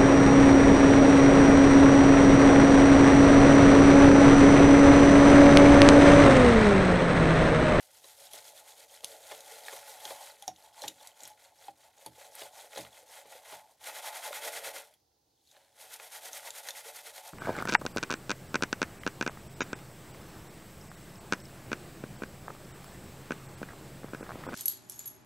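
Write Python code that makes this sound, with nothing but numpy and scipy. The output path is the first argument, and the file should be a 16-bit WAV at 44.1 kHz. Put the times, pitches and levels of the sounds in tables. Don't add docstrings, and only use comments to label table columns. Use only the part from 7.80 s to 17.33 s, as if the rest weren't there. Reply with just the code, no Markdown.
import sys
import numpy as np
from scipy import signal
from scipy.fft import rfft, irfft
from scipy.io import wavfile
from scipy.ndimage import uniform_filter1d

SR = 44100
rng = np.random.default_rng(int(sys.argv[2]) if len(sys.argv) > 2 else 0)


def waveform_to_disk(signal):
    frames = np.transpose(np.atleast_2d(signal))
    scaled = np.clip(frames, -1, 1) * 32767
    samples = np.round(scaled).astype(np.int16)
    wavfile.write(sys.argv[1], SR, samples)


N = 420273


# (f/Hz, relative level/dB)
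BACKGROUND = [(25, -19), (60, 0), (115, 2), (190, -6), (280, -2), (450, -2), (640, -9), (800, -1),
              (1200, -17), (2300, -20), (4500, -9), (6500, -12), (7500, -20), (15500, -19)]
# (f/Hz, level/dB, t60/s)
TUB_MODES = [(80.5, -11.5, 0.37), (110, -17, 0.23), (127, -3.5, 0.26), (182, -5.5, 0.23), (223, -9, 0.24),
             (270, -11, 0.34), (319.5, 6, 0.14), (366, -4, 0.1)]
# (t/s, slap level/dB, boom level of the tub/dB)
SLAPS = [(0.241, -49, -76), (0.535, -45, -71), (1.235, -42, -71.5), (1.512, -34, -70), (1.925, -37.5, -71),
         (2.252, -43.5, -67), (2.304, -35, -67), (2.68, -43, -56), (3.041, -37.5, -55), (3.085, -63, -61),
         (3.424, -65, -66.5), (3.884, -49.5, -65), (4.263, -46, -55.5), (4.616, -37, -65.5),
         (4.972, -31.5, -60), (4.989, -43, -51.5), (5.455, -48, -70), (5.723, -39, -64), (7.765, -68, -95),
         (8.677, -46.5, -87)]
# (t/s, f/Hz, level/dB, t60/s)
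GULPS = [(2.624, 813, -43, 0.088), (2.678, 773, -25.5, 0.06), (2.690, 749, -29, 0.084),
         (3.039, 845, -28.5, 0.037), (3.503, 855, -47.5, 0.14), (3.883, 803, -30, 0.049),
         (4.261, 884, -37, 0.054), (4.655, 745, -52, 0.39), (6.508, 596, -30, 0.041),
         (7.108, 625, -56, 0.069), (7.14, 3320, -64, 0.06), (7.767, 603, -58, 0.048),
         (9.056, 457, -46.5, 0.23)]
# (t/s, level/dB, bubble f/Hz, fine mist level/dB)
DROPS = [(0.243, -43.5, 3840, -61), (0.534, -38.5, 3250, -42), (1.2066, -48, 3120, -59),
         (1.2445, -28.5, 6150, -35.5), (1.606, -42, 3870, -50), (2.253, -30.5, 3200, -58),
         (2.6239, -41, 3180, -47), (2.6788, -24.5, 5540, -45), (2.7614, -49, 3700, -65),
         (3.0195, -33.5, 4040, -48), (3.0794, -28, 3690, -44), (3.0823, -29.5, 7000, -40),
         (3.2728, -41, 7700, -48), (3.405, -42, 6800, -59), (3.434, -39, 7400, -49),
         (3.453, -40, 5460, -54), (3.476, -55, 7960, -43.5), (3.501, -52, 6400, -58),
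         (4.1817, -52, 6600, -75), (4.262, -37.5, 4380, -40.5), (4.553, -55, 8300, -43),
         (4.9787, -35.5, 6560, -45), (7.139, -58, 3350, -62), (7.673, -58, 4000, -75),
         (7.7136, -51, 3770, -77), (8.139, -53, 8800, -44), (8.5314, -35.5, 6190, -44),
         (8.7053, -34, 7200, -47), (8.8868, -29.5, 3950, -42), (8.9062, -32, 3450, -48)]
# (f/Hz, relative level/dB)
SPRAY = [(300, -24.5), (2000, -10), (3600, 7.5), (5000, 1), (6800, 8), (9000, -21), (13000, -7),
         (16000, -41)]
# (f/Hz, relative level/dB)
MIST = [(3000, -5.5), (7000, -4.5), (9500, 10), (13000, 6), (16000, -19.5)]
# (t/s, level/dB)
STONES = [(1.5179, -35), (1.8832, -30.5), (2.977, -52), (4.9324, -39), (3.0385, -34), (3.8825, -40.5),
          (4.9601, -30.5), (5.0496, -36), (6.2257, -44), (6.5292, -27), (7.7666, -47), (8.199, -35),
          (8.6747, -35.5), (8.8876, -30), (9.0512, -38.5), (9.38, -34)]
# (t/s, fizz over sand level/dB)
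WETNESS = [(0, -6.5), (1.2, -3), (2.3, -7.5), (3, -0.5), (4, -5), (5, -2.5), (6, -10), (7, -16), (7.7, 1.5),
           (8.05, -33), (9.5, -8.5)]
# (f/Hz, relative level/dB)
FIZZ = [(800, -27), (2500, -14), (3300, -3), (4200, -1.5), (5300, -13), (6600, -3), (8000, -3.5),
        (16000, -26)]
# (f/Hz, relative level/dB)
SAND = [(500, -36), (1800, -10), (3400, -1), (5000, -1.5), (5900, -1), (6700, 0), (7500, -2), (9000, 0.5),
        (10700, 0), (11700, -2), (13400, -1), (14300, -7.5), (15000, -12.5), (16000, -24)]
# (f/Hz, relative level/dB)
PEBBLES = [(150, -33), (400, -10.5), (900, 1), (1200, -3), (1430, -1), (1720, 1), (2080, 0.5), (2700, -5),
           (3300, -2), (4100, -6), (5200, -14.5), (9000, -17.5), (16000, -26)]
# (f/Hz, level/dB, t60/s)
PAN_MODES = [(323, -17.5, 0.07), (409, -16, 0.067), (450, -9, 0.15), (551.5, 0.5, 0.086),
             (588.5, -5.5, 0.17), (621, -2, 0.083), (692.4, 0.5, 0.059), (749.7, -2.5, 0.14),
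             (855.2, 3, 0.083), (934, -6.5, 0.11), (1051, -8, 0.065), (1254, -10, 0.066), (1384, -2, 0.048),
             (1456, 1.5, 0.032), (1680, -2, 0.022), (1910, -2.5, 0.063), (2070, 0, 0.053),
             (2220, 2.5, 0.016), (2410, -3, 0.035), (2590, -7, 0.089), (3246, 4.5, 0.011),
             (3990, -2, 0.019)]
# (t/s, level/dB)
PAN_TILT = [(0, 1.5), (1.8, 2.5), (3.5, -4.5), (5, 2), (6.1, -7.5), (6.7, 1), (8.3, 1.5), (9.1, -3)]
# (start t/s, end t/s, number of strokes, lengthening per stroke/%,
# dip at the turns/dB, push accent of the sand/dB, pebbles over sand/dB, pan ring over sand/dB,
# push accent of the ring/dB); accents are added on pushes and subtracted on pulls
SHAKES = [(-0.029, 0.506, 4, 5.6, 6.5, -0.6, -4.5, -4.5, 1), (0.508, 1.057, 5, 0.4, 9.5, 0, -3.5, -1, 0.5),
          (1.076, 1.623, 3, 28, 9.5, -0.4, -2, 0, 0), (1.611, 2.516, 5, -7.7, 6, 1.8, -1.5, 0.5, 0),
          (2.521, 5.982, 18, -0.9, 13, 2, 0.7, 3, -1.2), (6.029, 7.02, 10, 1.4, 11, 0.8, 1.8, 0.3, 2),
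          (7.968, 9.613, 16, -1.0, 11, -0.4, -1, -2.8, 2.5)]
# (t/s, level/dB)
EFFORT = [(0.05, -62.5), (0.44, -55), (0.56, -50.5), (0.7, -56), (1.14, -58), (1.5, -52.5), (2.45, -51.5),
          (2.64, -67), (3.04, -57), (3.25, -58.5), (3.64, -63), (4.23, -65.5), (4.42, -56), (4.9, -53),
          (5.16, -59), (5.7, -53), (5.88, -70), (6.06, -46.5), (6.36, -45), (6.7, -42), (6.98, -46),
          (8.02, -53), (8.5, -46.5), (9.5, -50.5)]

BACKGROUND_DB = -74
TOP_HZ = 15800
START_DB_PER_S, SETTLE_DB_PER_S = 415, 169
REST_DB = -100
INFLOW_S, INFLOW_DB, INFLOW_RISE_DB_PER_S, INFLOW_FALL_DB_PER_S = 7.72, -71.5, 114, 45
DROP_T60_S, SLAP_T60_S = 0.031, 0.056


def undb(db):
    return 10 ** (np.asarray(db) / 20)


def unit(x):
    return x / np.sqrt(np.mean(x ** 2))


def seconds(length):
    return np.arange(int(length * SR) + 2) / SR


def fade(t, t60):
    return np.exp(-np.log(1000) * t / t60)


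def add(track, at, sound):
    i = int(np.clip(at * SR, 0, N - 1))
    track[i:i + len(sound)] += sound[:N - i]


def through(x, response):
    return signal.oaconvolve(x, response)[:len(x)]


def follow(table):
    return np.interp(np.arange(N) / SR, *np.transpose(table))


def colour(points, size=1024):
    hz, db = np.transpose(points)
    bins = np.maximum(np.arange(size // 2 + 1) * SR / size, 1)
    outline = undb(np.interp(np.log(bins), np.log(hz), db))
    cepstrum = irfft(np.log(outline))
    cepstrum[1:size // 2] *= 2
    cepstrum[size // 2 + 1:] = 0
    response = irfft(np.exp(rfft(cepstrum)))
    return response / np.linalg.norm(response)


def ring(modes, swell_cycles=0.0102):
    t = seconds(.4)
    response = np.zeros(len(t))
    for k, (hz, db, t60) in enumerate(modes):
        swell = 1 - np.exp(-t * hz / swell_cycles)
        response += (-1) ** k * undb(db) * fade(t, t60) * np.sin(2 * np.pi * hz * t) * swell
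    return response / np.linalg.norm(response)


def pan_rings():
    edge_hz = 1150
    low_modes = [mode for mode in PAN_MODES if mode[0] < edge_hz]
    high_modes = [mode for mode in PAN_MODES if mode[0] >= edge_hz]
    return ring(low_modes), ring(high_modes)


def walk(rate):
    knots = np.arange(N) / SR * rate
    return np.interp(knots, np.arange(8000), rng.standard_normal(8000))


def contacts(rate, spread_db):
    share = np.clip(rate / SR, 1e-4, 1)
    sign = rng.choice([-1, 1], N)
    size = undb(spread_db * np.minimum(rng.exponential(size=N), 4)) * sign
    return unit((rng.random(N) < share) * size / np.sqrt(share))


def bubble(hz, t60, glide, onset_cycles):
    t = seconds(t60)
    pitch = np.minimum(hz * (1 + glide * t / t60), TOP_HZ)
    swell = 1 - np.exp(-t * hz / onset_cycles)
    return np.sin(2 * np.pi * np.cumsum(pitch) / SR) * fade(t, t60) * swell


def bubbles(level_db, count, low_hz, high_hz, cycles, glide, spread_db):
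    out = np.zeros(N)
    for when, pitch, size, life in rng.random((count, 4)):
        hz = low_hz * (high_hz / low_hz) ** pitch
        t60 = cycles * (.5 + life) / hz
        db = level_db[int(when * N)] - spread_db * np.log(max(size, .04))
        add(out, when * N / SR, undb(db) * bubble(hz, t60, glide, 0.97))
    return out


def background():
    return undb(BACKGROUND_DB) * through(rng.standard_normal(N), colour(BACKGROUND, size=8192))


def reflections(x, t60=0.13, gap_s=0.0019):
    t = seconds(.3)
    tail = rng.standard_normal(len(t)) * fade(t, t60) * (t > gap_s)
    return through(x, tail / np.linalg.norm(tail))


def tub(push_s=0.00078, churn_t60=0.32):
    pushes = np.zeros(N)
    t = seconds(.3)
    for at, _, boom_db in SLAPS:
        shove = np.exp(-t / push_s)
        churn = undb(-12) * rng.standard_normal(len(t)) * fade(t, churn_t60)
        add(pushes, at, undb(boom_db) * (shove + churn))
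    hollow = colour([(120, -27), (300, -7), (410, -4.5), (520, -1), (800, -27), (4000, -55)])
    boom = through(pushes, ring(TUB_MODES, swell_cycles=2.8))
    return undb(2.5) * boom + undb(3.5) * through(pushes, hollow)


def slaps(rise_s=0.0016):
    blows = np.zeros(N)
    t = seconds(.3)
    for at, db, _ in SLAPS:
        swell = 1 - np.exp(-t / rise_s)
        add(blows, at, undb(db) * rng.standard_normal(len(t)) * fade(t, SLAP_T60_S) * swell)
    slosh = colour([(100, -25.5), (250, -18), (450, 8), (650, 5.0), (1200, 2.5), (5000, -46)])
    low_ring, _ = pan_rings()
    wall = undb(-5.5) * through(blows, low_ring)
    rattle = undb(-3.5) * through(blows, colour(PEBBLES))
    return wall + rattle + undb(-3.0) * through(blows, slosh)


def gulps():
    out = np.zeros(N)
    for at, hz, db, t60 in GULPS:
        add(out, at, undb(db) * bubble(hz, t60, -0.032, 1.0))
    return out


def drops():
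    out, spray, mist = np.zeros(N), colour(SPRAY), colour(MIST)
    t = seconds(.08)
    envelope = fade(t, DROP_T60_S) + undb(3.5) * fade(t, 0.0056)
    for at, db, hz, mist_db in DROPS:
        burst = rng.standard_normal((2, len(t))) * envelope
        add(out, at, undb(db - 10.0) * through(burst[0], spray))
        add(out, at, undb(mist_db - 2.5) * through(burst[1], mist))
        add(out, at, undb(db + 1.0) * bubble(hz, .5 * DROP_T60_S, 0.15, 1.4))
    return out


def stones(t60=0.016):
    blows = np.zeros(N)
    t = seconds(.06)
    for at, db in STONES:
        add(blows, at, undb(db) * rng.standard_normal(len(t)) * fade(t, t60))
    low_ring, high_ring = pan_rings()
    clack = undb(-5) * through(blows, colour(PEBBLES))
    return clack + undb(-17.0) * through(blows, high_ring) + undb(-11.5) * through(blows, low_ring)


def inflow(reach_s=0.019, stir_rise_db_per_s=330):
    t = np.arange(N) / SR - INFLOW_S
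    late = t - reach_s
    rim_db = INFLOW_DB + np.minimum(INFLOW_RISE_DB_PER_S * t, -INFLOW_FALL_DB_PER_S * t)
    stir_db = INFLOW_DB + np.minimum(stir_rise_db_per_s * late, -INFLOW_FALL_DB_PER_S * late)
    hiss = through(contacts(3000, 2.5) * undb(rim_db + 2), colour(SAND))
    fizz = through(contacts(900, 2.5) * undb(rim_db + 1.0), colour(FIZZ))
    pops = bubbles(rim_db + 13, count=600, low_hz=3240, high_hz=4400, cycles=63, glide=0.08, spread_db=2.5)
    stirred = contacts(800, 2.3) * undb(stir_db)
    low_ring, _ = pan_rings()
    pebbles = undb(3.0) * through(stirred, colour(PEBBLES))
    return hiss + fizz + pops + pebbles + undb(3.5) * through(stirred, low_ring)


def wash(sand_db, pan_db):
    wet_db = sand_db + follow(WETNESS)
    fizz = through(contacts(1500, 3.2) * undb(wet_db - 0.5 + 2 * walk(160)), colour(FIZZ))
    pops = bubbles(wet_db + 13.5, count=900, low_hz=2994, high_hz=11200,
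                   cycles=42, glide=0.091, spread_db=2.0)
    gurgles = bubbles(wet_db + pan_db + 0.5, count=150, low_hz=474, high_hz=787,
                      cycles=26, glide=0.072, spread_db=5.5)
    return fizz + pops + gurgles


def strokes():
    for start, end, count, slowing_percent, *traits in SHAKES:
        lengths = (1 + slowing_percent / 100) ** np.arange(count)
        turns = start + (end - start) * np.append(0, np.cumsum(lengths)) / lengths.sum()
        for begin, finish in zip(turns, turns[1:]):
            yield begin, finish, traits


def motion(arch=1.1, skew=1.1):
    t = np.arange(N) / SR
    sand, shares = np.full(N, float(REST_DB)), []
    for k, (start, end, traits) in enumerate(strokes()):
        dip_db, push_db, pebble_db, pan_db, pan_push_db = traits
        middle = (start + end) / 2
        push = 1 if k % 2 else -1
        near = slice(*np.searchsorted(t, [start - .2, end + .5]))
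        along = np.clip((t[near] - start) / (end - start), 0, 1)
        speed = np.abs(np.sin(np.pi * along ** skew)) ** arch
        before_db = START_DB_PER_S * np.maximum(start - t[near], 0)
        after_db = SETTLE_DB_PER_S * np.maximum(t[near] - end, 0)
        crest_db = np.interp(middle, *np.transpose(EFFORT)) + push * push_db
        stroke_db = crest_db - dip_db * (1 - speed) - before_db - after_db
        sand[near] = np.maximum(sand[near], stroke_db)
        shares.append((middle, pebble_db, pan_db + push * pan_push_db))
    middles, pebbles, pan = np.transpose(shares)
    return sand, np.interp(t, middles, pebbles), np.interp(t, middles, pan)


def sway(x, split_hz=700, depth_db=3.5):
    lower = signal.sosfiltfilt(signal.butter(3, split_hz, fs=SR, output="sos"), x)
    tilt = undb(follow(PAN_TILT) + depth_db * walk(12.0))
    return lower * tilt + (x - lower) / tilt


def gravel(sand_db, pebble_db, pan_db, lag_share=0.32):
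    flow = undb(.7 * (sand_db + 55))
    clumps = walk(140)
    low_ring, high_ring = pan_rings()
    rolling_db = sand_db + lag_share * (uniform_filter1d(sand_db, SR // 6) - sand_db)
    sand = through(contacts(11000 * flow, 2.9), colour(SAND)) * undb(sand_db + 1.0 + 1.76 * clumps)
    rattle = undb(sand_db + pebble_db + 1.0 * clumps + 1.6 * walk(200))
    pebbles = undb(-4.5) * through(contacts(2000 * flow, 1.44) * rattle, colour(PEBBLES))
    pebbles += undb(-5.0) * through(contacts(600 * flow, 4.2) * rattle, high_ring)
    knocks = contacts(1100 * flow, 3.7) * undb(rolling_db + pan_db + 1.0 * clumps)
    return sand + pebbles + undb(-1.34) * sway(through(knocks, low_ring))


def scene(right_db=3.0):
    sand_db, pebble_db, pan_db = motion()
    hits = drops() + stones() + slaps() + gulps()
    near = gravel(sand_db, pebble_db, pan_db) + wash(sand_db, pan_db) + inflow() + hits
    boom, air = tub(), undb(-2.5) * background()
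    mid = near + undb(-11.5) * reflections(hits)
    around = colour([(100, 21.0), (430, 38), (600, -11.5), (1500, -41.0), (16000, -37)])
    lows = through(reflections(near), around)
    wide = colour([(40, -33.5), (300, -13), (800, -2.0), (3000, -14), (16000, 4)])
    wide_air = through(background(), wide)
    side = undb(-34) * lows + undb(-31) * reflections(hits) + undb(1) * wide_air
    aside = undb(np.array([[-right_db], [right_db]]) / 2)
    return np.array([mid + side, mid - side]) + aside * (boom + air)


def record(dry):
    return signal.sosfilt(signal.ellip(10, .2, 70, TOP_HZ, fs=SR, output="sos"), dry)


dry = scene()
out = record(dry)
waveform_to_disk(out)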